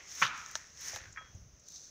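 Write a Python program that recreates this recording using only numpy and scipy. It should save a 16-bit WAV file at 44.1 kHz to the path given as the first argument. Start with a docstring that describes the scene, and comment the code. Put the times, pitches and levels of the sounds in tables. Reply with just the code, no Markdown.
"""A hard, hollow object clatters in an orchard, each contact exciting its damped modes.
Around it someone pushes past branches: leaves and clothing swish by stick-slip friction,
wood bumps dully, a twig snaps, and a lighter knock leaves a thin ping.
Soft bumps and air rumble on the microphone over a steady high hiss."""
import sys
import numpy as np
from scipy import signal
from scipy.io import wavfile

SR = 44100
rng = np.random.default_rng(int(sys.argv[2]) if len(sys.argv) > 2 else 0)


def to_wav(sig):
    """Store sig (one row per channel, or 1-D mono) as 16-bit WAV at the path in sys.argv[1].

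    Samples outside -1..1 are clipped; the rate is SR.
    """
    pcm = np.clip(np.atleast_2d(sig), -1, 1) * 32767
    pcm = np.round(pcm).astype(np.int16)
    wavfile.write(sys.argv[1], SR, pcm.T)  # frames by channels


N = 83790
TIME = np.arange(N) / SR

# Spectra of swishing leaves, crisp rustle and the bright edge of a crack.
# Each row: frequency in Hz, relative level in dB.
SWISH_SPECTRUM = [(200, -27), (600, -22), (1800, -8), (3000, -13.5), (4700, -10), (5600, 1), (6550, 1),
                  (7300, -10.5), (8300, -22), (13000, -46.5), (15500, -28)]
CRACKLE_SPECTRUM = [(1000, -25.5), (3000, -23), (3800, -10), (5000, -7.5), (6150, 5), (6900, -6.5),
                    (8500, -26), (13000, -34.5), (15500, -25)]
EDGE_SPECTRUM = [(2000, -38), (6000, -5.5), (9000, 1), (13000, 1.5), (15200, 3.5)]


def amp(db):
    """Amplitude ratio of a level in decibels."""
    return 10 ** (np.asarray(db) / 20)


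def unit(x):
    """Normalisation to an rms of 1."""
    return x / np.sqrt(np.mean(x ** 2) + 1e-20)


def envelope(points):
    """Amplitude envelope, linear in decibels between (seconds, dB) points."""
    return amp(np.interp(TIME, *np.transpose(points)))


def add(mix, start_s, sound):
    """Superposition of a sound on the mix from a given time."""
    part = mix[max(round(start_s * SR), 0):][:len(sound)]
    part += sound[:len(part)]


def colour(x, spectrum):
    """Minimum-phase filtering at unit energy, shaped by (Hz, dB) points."""
    hz, db = np.transpose(spectrum)
    bin_hz = abs(np.fft.fftfreq(4096, 1 / SR))
    log_gain = np.log(amp(np.interp(np.log(bin_hz + 1), np.log(hz + 1), db)))
    response = np.exp(np.conj(signal.hilbert(log_gain)))
    taps = np.fft.ifft(response).real[:len(bin_hz) // 2]
    return signal.fftconvolve(x, taps / np.linalg.norm(taps))[:len(x)]


def decay(t60):
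    """Exponential damping by 60 dB in t60 seconds, cut once inaudible."""
    length = int(np.clip(2 * t60, .01, 1) * SR)
    return np.exp(-np.log(1000) * TIME[:length] / t60)


def burst(t60):
    """Modal overlap: crowded resonances or echoes merge into decaying noise."""
    out = np.zeros(SR // 2 if t60 < .25 else SR)
    add(out, 0, decay(t60))
    return out * np.sign(rng.random(SR) - .5)[:len(out)]


def free_ring(modes):
    """Impulse response: damped sinusoids of alternating polarity."""
    t = TIME[:SR // 2]
    return sum((-1) ** k * amp(db - np.minimum(60 * t / t60, 200)) * np.sin(2 * np.pi * hz * t)
               for k, (hz, db, t60) in enumerate(modes))


def driven_ring(modes, blows, contact_s):
    """Energy balance: each blow feeds the modes a Gaussian pulse of power that damping drains."""
    power = sum(amp(db) ** 2 * np.exp(-2 * ((TIME - s) / contact_s - 1) ** 2) for s, db, *_ in blows)
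    power /= contact_s * SR * np.sqrt(np.pi / 2)
    out = np.zeros(N)
    for hz, db, t60 in modes:
        retained = np.exp(-2 * np.log(1000) / (t60 * SR))
        energy = signal.lfilter([1], [1, -retained], power + 1e-24)
        cycles = hz * (TIME - blows[0][0]) + rng.random()
        out += amp(db) * np.sqrt(energy) * np.sin(2 * np.pi * cycles)
    return out


def friction(per_s, spread_db, smooth):
    """Stick-slip friction: random impulses of uneven size over smooth sliding noise."""
    size = amp(spread_db * np.minimum(rng.exponential(1, N), 3.5))
    slips = size * rng.choice([-1., 1.], N) * (rng.random(N) < per_s / SR)
    return unit(unit(slips) + smooth * rng.standard_normal(N))


def hiss(hiss_db=-64):
    """Filtered noise: a high hiss over a faint outdoor wash, both wavering slightly."""
    # Each row: time in seconds, relative level in dB.
    waver = [(0, 0), (.7, -0.5), (1.1, 2), (1.22, -3), (1.34, 2.5), (1.47, -1.5), (1.53, -.5), (1.9, -0.5)]
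    # Each row: frequency in Hz, relative spectral density in dB.
    spectrum = [(50, -12), (200, -1.5), (600, -3.5), (850, -11), (1300, -9), (2000, -11.5), (4600, -15),
                (5600, -1.5), (6300, 3), (7200, -17.5), (8200, -30.5), (13500, -31), (15300, -21)]
    return amp(hiss_db) * envelope(waver) * colour(rng.standard_normal(N), spectrum)


def handling(bump_db=-42, rise_s=0.0094):
    """Low-frequency pressure fluctuations: air and soft bumps on a carried microphone."""
    # Strength of the air rumble. Each row: time in seconds, level in dB.
    air_levels = [(0, -69), (.3, -68), (.6, -68), (.85, -65), (1.05, -63), (1.19, -63), (1.26, -73),
                  (1.31, -64), (1.41, -58), (1.5, -63.5), (1.6, -69.5), (1.9, -71.5)]
    # Each row: frequency in Hz, relative level in dB.
    air_spectrum = [(15, -15), (30, -10.5), (70, -0.5), (120, -4), (200, -12.5), (350, -32.5),
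                    (1000, -51.5)]
    # Each row: start in seconds, relative level in dB, pitch in Hz.
    bumps = [(0.217, -3.5, 164.5), (0.244, -5.5, 134), (0.938, -9.5, 86), (1.01, -5.5, 77), (1.062, -7, 84),
             (1.095, -14, 102), (1.237, -12.5, 60.5), (1.345, 0.5, 96), (1.389, -7.5, 87),
             (1.416, -5.5, 66), (1.454, -11.5, 120), (1.53, -10, 68)]
    out = envelope(air_levels) * unit(colour(rng.standard_normal(N), air_spectrum))
    swell = (TIME / rise_s * np.exp(1 - TIME / rise_s)) ** 2
    for s, db, hz in bumps:
        add(out, s, amp(bump_db + db) * swell * np.sin(2 * np.pi * hz * TIME))
    return out


def pips(pip_db=-45, t60=0.035, rise_s=0.00094):
    """Band-limited transients: thin, soft pips high in the treble."""
    # Each row: start in seconds, relative level in dB.
    onsets = [(1.125, 0), (1.349, -11.5), (1.5955, -8.5)]
    # Each row: frequency in Hz, relative level in dB.
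    spectrum = [(3000, -34), (5000, -8), (6200, 2.5), (7000, 5), (7500, -4), (8000, -14), (9500, -29),
                (12000, -38)]
    out = np.zeros(N)
    for s, db in onsets:
        pip = burst(t60)
        attack = 1 - np.exp(-TIME[:len(pip)] / rise_s)
        add(out, s, amp(pip_db + db) * pip * attack)
    return colour(out, spectrum)


def leaf_ticks(tick_db=-36, after_db=-49):
    """Impulsive excitation: dry leaves and stalks flick, with a fast decay and a faint slower one."""
    # Each row: start in seconds, relative level in dB, share of bright edge in dB.
    ticks = [(0.1525, -3, -3), (0.3773, -1, -16), (.399, -22, -3), (0.4618, -3, -12), (0.485, -9, -11),
             (0.513, -5.5, -3), (0.575, -6, -9), (0.811, -9, 0), (0.852, -3, -24), (0.883, 3.5, -11),
             (1.686, -5, -9), (1.704, -9, -9), (1.721, -6.5, -9.5), (1.751, -18, -22), (1.764, -10.5, -25),
             (1.774, -12, -18)]
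    # Each row: frequency in Hz, relative level in dB.
    spectrum = [(500, -26), (2500, -25), (3800, -4), (5000, -7.5), (6200, 8.5), (7300, -3), (8500, -16),
                (16000, -39)]
    flicks, edges = np.zeros((2, N))
    for s, db, edge_db in ticks:
        flick = amp(tick_db) * burst(t60=.005) + amp(after_db) * burst(t60=.035)
        add(flicks, s, amp(db) * flick)
        add(edges, s, amp(db + edge_db) * flick)
    return colour(flicks, spectrum) + colour(edges, EDGE_SPECTRUM)


def branch_bumps(wood_db=-46):
    """Damped free vibration: branches bump with a short, dull ring."""
    # Each row: start in seconds, relative level in dB.
    bumps = [(.9305, -4.5), (.946, -17), (.9614, -4.5), (1.208, -15.5), (1.327, -24), (1.348, -23)]
    # Each row: frequency in Hz, relative level in dB, 60 dB decay time in seconds.
    wood_modes = [(370, -36, 0.059), (530.2, -4, 0.26), (637, 1, 0.074), (701, 3, 0.048), (835, 1.5, 0.077)]
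    out = np.zeros(N)
    for s, db in bumps:
        add(out, s, amp(wood_db + db) * free_ring(wood_modes))
    return out


def branch_rubbing(body_db=-2, ring_db=-4, half_width_hz=330):
    """Friction of a dragging branch drives a broad resonance that slides with the contact point."""
    # Each row: time in seconds, relative level in dB.
    strength = [(0, -55), (.06, -60.5), (.12, -68), (.19, -53), (.3, -73), (.6, -58), (.72, -75.5),
                (.8, -65.5), (.88, -56), (.96, -50.5), (1.05, -57), (1.12, -69.5), (1.25, -63.5),
                (1.42, -90), (1.9, -79.5)]
    # Each row: frequency in Hz, relative level in dB.
    spectrum = [(150, -20), (400, -7.5), (530, -8.5), (680, -10), (950, -7.5), (1700, -3), (2400, -9),
                (3100, -12), (4500, -15.5), (8000, -42)]
    # Each row: time in seconds, resonance frequency in Hz.
    glide = [(0, 1960), (.6, 1760), (1.02, 1780), (1.08, 1555)]
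    slips = envelope(strength) * friction(per_s=500, spread_db=2.4, smooth=0.7)
    centre_hz = np.interp(TIME, *np.transpose(glide))
    carrier = np.exp(2j * np.pi * np.cumsum(centre_hz) / SR)
    pole = np.exp(-2 * np.pi * half_width_hz / SR)
    # Shifting down, low-passing and shifting back gives a moving pass band.
    resonance = (carrier * signal.lfilter([1], np.poly([pole, pole]), slips / carrier)).real
    return amp(body_db) * colour(slips, spectrum) + amp(ring_db) * slips.std() * unit(resonance)


def leaf_scrape(effort, scrape_db=-59, count=16, low_hz=8300, high_hz=12700, fall_db=5):
    """Stick-slip excitation: dry leaf edges catch, each ringing briefly at its own high pitch."""
    out = np.zeros(N)
    damping = decay(t60=.012)
    for place in (np.arange(count) + rng.random(count)) / count:
        hz = low_hz + place * (high_hz - low_hz)
        slips = friction(per_s=110, spread_db=3, smooth=0)
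        edge_ring = damping * np.sin(2 * np.pi * hz * TIME[:len(damping)])
        out += amp(-fall_db * place) * signal.fftconvolve(slips, edge_ring)[:N]
    return amp(scrape_db) * effort ** 1.6 * unit(out)


def rustle(fizz_db=-56):
    """Friction noise: leaves and cloth swish, brighter with effort, over rubbing; the end is crisp."""
    # Strength of the swishes and of the closing crackle. Each row: time in seconds, level in dB.
    swish_levels = [(0, -60), (.06, -57), (.11, -48), (.17, -47), (.215, -39), (.26, -45), (.32, -59.5),
                    (.38, -51), (.44, -54), (.52, -53), (.59, -54.5), (.65, -58.5), (.73, -60.5),
                    (.79, -52.5), (.82, -46), (.885, -41), (.92, -46.5), (.96, -44), (1.01, -59),
                    (1.1, -64), (1.9, -99)]
    crackle_levels = [(1.6, -78.5), (1.67, -57.5), (1.71, -55), (1.76, -48.5), (1.81, -54), (1.84, -53.5),
                      (1.9, -56.5)]
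    # Each row: frequency in Hz, relative level in dB.
    fizz_spectrum = [(4000, -16.5), (7500, -2), (10000, -1), (13500, -5), (15200, 8.5), (16000, -22.5)]
    strength = envelope(swish_levels)
    effort = strength / strength.max()
    swish = strength * friction(per_s=1800, spread_db=3.5, smooth=0.94)
    fizz = amp(fizz_db) * effort ** 1.45 * friction(per_s=1800, spread_db=3.2, smooth=1.1)
    crackle = envelope(crackle_levels) * friction(per_s=900, spread_db=2.8, smooth=0.9)
    return (colour(swish, SWISH_SPECTRUM) + colour(fizz, fizz_spectrum)
            + colour(crackle, CRACKLE_SPECTRUM) + leaf_scrape(effort) + branch_rubbing())


def twig_snaps(snap_db=-15, edge_db=-30, scatter_db=-34, echo_db=-32, echo_delay_s=.0052):
    """Brittle fracture: each crack of a twig is scattered by foliage and reflected by the ground."""
    # Each row: start in seconds, relative level in dB, share of bright edge in dB.
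    snaps = [(0.5543, -5.5, -12), (.9312, -43, -10), (0.961, -14.5, 1), (1.016, -28, -7), (1.041, -36, -20)]
    # Each row: frequency in Hz, relative level in dB, 60 dB decay time in seconds.
    twig_modes = [(640, -19.5, 0.029), (910, -19.5, 0.035), (1350, -6.5, 0.0099), (1729, -9.5, 0.019),
                  (2860, -5.5, 0.0029), (4000, -2.5, 0.0048), (5570, 1, 0.0042), (6380, 1.5, 0.0038)]
    out = np.zeros(N)
    for s, db, bright_db in snaps:
        crack = amp(snap_db) * free_ring(twig_modes)
        scatter = amp(scatter_db) * colour(burst(t60=.083), SWISH_SPECTRUM)
        edge = amp(edge_db + bright_db) * colour(burst(t60=.0055), EDGE_SPECTRUM)
        echo = amp(echo_db) * colour(burst(t60=.026), CRACKLE_SPECTRUM)
        add(out, s, amp(db) * (crack + scatter + edge))
        add(out, s + echo_delay_s, amp(db) * echo)
    return out


def light_knock(modes_db=-46.5, body_db=-39, tail_db=-60, beat_hz=15, beat_depth=0.17):
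    """Lightly damped modes: a graze, then a small bounce leaves a slightly beating metallic ping."""
    # Each row: start in seconds, relative level in dB.
    contacts = [(1.161, -7), (1.1728, 1.5), (1.1785, -4.5), (1.182, -5.5), (1.2186, -13.5)]
    # Each row: frequency in Hz, relative level in dB, 60 dB decay time in seconds.
    ping_modes = [(1004, -9, 0.11), (1280, 2.5, 0.15), (1602, 2, 0.071), (1660, -21, 0.18),
                  (1820, 3.5, 0.059), (1890, -16, 0.14), (2263, -1, 0.034), (2390, -4.5, .07),
                  (2720, -19, 0.13), (3290, -8.5, 0.38)]
    # Each row: frequency in Hz, relative level in dB.
    body_spectrum = [(300, -32), (750, -19), (1050, -1.5), (1700, 0), (2400, -4), (2850, -24), (5000, -47),
                     (8000, -65)]
    body = np.zeros(N)
    for s, db in contacts:
        add(body, s, amp(db + body_db) * burst(t60=.032))
        add(body, s, amp(db + tail_db) * burst(t60=.44))
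    bounces = contacts[1:]
    beat = 1 - beat_depth * np.sin(2 * np.pi * beat_hz * (TIME - bounces[0][0]))
    ping = amp(modes_db) * beat * driven_ring(ping_modes, bounces, contact_s=.0026)
    return ping + colour(body, body_spectrum)


def hollow_knock(modes_db=-30, thud_db=-48, body_db=-22, crack_db=-31, tail_db=-37,
                 contact_s=0.00078, tail_rise_s=0.036):
    """Modal response to repeated impact: a hollow object chatters, thuds and rings on."""
    # Each row: start in seconds, relative level in dB, share of bright crack in dB.
    contacts = [(0.2173, -5, -23.5), (0.222, 2, -13.5), (0.2286, -4.5, 8.5), (0.232, -7.5, 2.5),
                (0.249, -10, 9.5), (0.2648, -19.5, 14)]
    # Each row: frequency in Hz, relative level in dB, 60 dB decay time in seconds.
    ring_modes = [(974, -8, 0.11), (1100, -4, 0.11), (1281, -0.5, .12), (1304, -11, 0.16),
                  (1348, 2.5, 0.069), (1426, -4.5, 0.14), (1516, -9.5, 0.13), (1699, -2.5, 0.12),
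                  (1775, -8, 0.14), (1960, -5.5, 0.083), (2363, -17, 0.31), (2602, -11, 0.18),
                  (2788, -9.5, .12), (2929, -7.5, 0.16)]
    thud_modes = [(130.8, 1, 0.16), (176.6, -5, 0.1), (227.4, -2.5, 0.053), (543, -3, 0.13)]
    # The dense short ring, the bright crack and the long ring.
    # Each row: frequency in Hz, relative spectral density in dB.
    body_spectrum = [(60, -30), (130, -15.5), (230, -13.5), (370, -21), (540, -20.5), (700, -19.5),
                     (1150, 0), (1800, -4), (3000, -9.5), (4300, -24.5), (7000, -47), (9000, -64)]
    crack_spectrum = [(900, -27.5), (2200, -9), (2650, 1.5), (3100, 4), (3900, 0.5), (4300, -5.5),
                      (6400, -5.5), (7400, -24), (9000, -47), (16000, -47)]
    tail_spectrum = [(100, -21.5), (220, -16.5), (420, -27.5), (780, -14.5), (1050, -5), (1200, -4.5),
                     (1310, 4), (1520, -4.5), (1780, -3.5), (2050, -12), (2360, -4.5), (2700, -12),
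                     (5000, -23.5), (8000, -59)]
    ring = amp(modes_db) * driven_ring(ring_modes, contacts, contact_s)
    thud = amp(thud_db) * driven_ring(thud_modes, contacts, 2 * contact_s)
    body, crack, tail = np.zeros((3, N))
    for s, db, bright_db in contacts:
        add(body, s, amp(db + body_db) * burst(t60=.058))
        add(crack, s, amp(db + crack_db + bright_db) * burst(t60=.07))
        echoes = burst(t60=.73)
        build_up = 1 - np.exp(-TIME[:len(echoes)] / tail_rise_s)
        add(tail, s, amp(db + tail_db) * echoes * build_up)
    return (ring + thud + colour(body, body_spectrum)
            + colour(crack, crack_spectrum) + colour(tail, tail_spectrum))


def scene():
    """Linear superposition of all sources at one microphone."""
    transients = hollow_knock() + light_knock() + twig_snaps() + branch_bumps() + leaf_ticks() + pips()
    return (transients + rustle() + handling() + hiss())[None]


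def record(dry):
    """Band limiting: a linear-phase low-pass filter removes the highest treble."""
    cutoff_hz = 15650
    taps = signal.firwin(511, cutoff_hz, window=("kaiser", 8), fs=SR)
    return signal.oaconvolve(dry, taps[None], "same")


dry = scene()
out = record(dry)
to_wav(out)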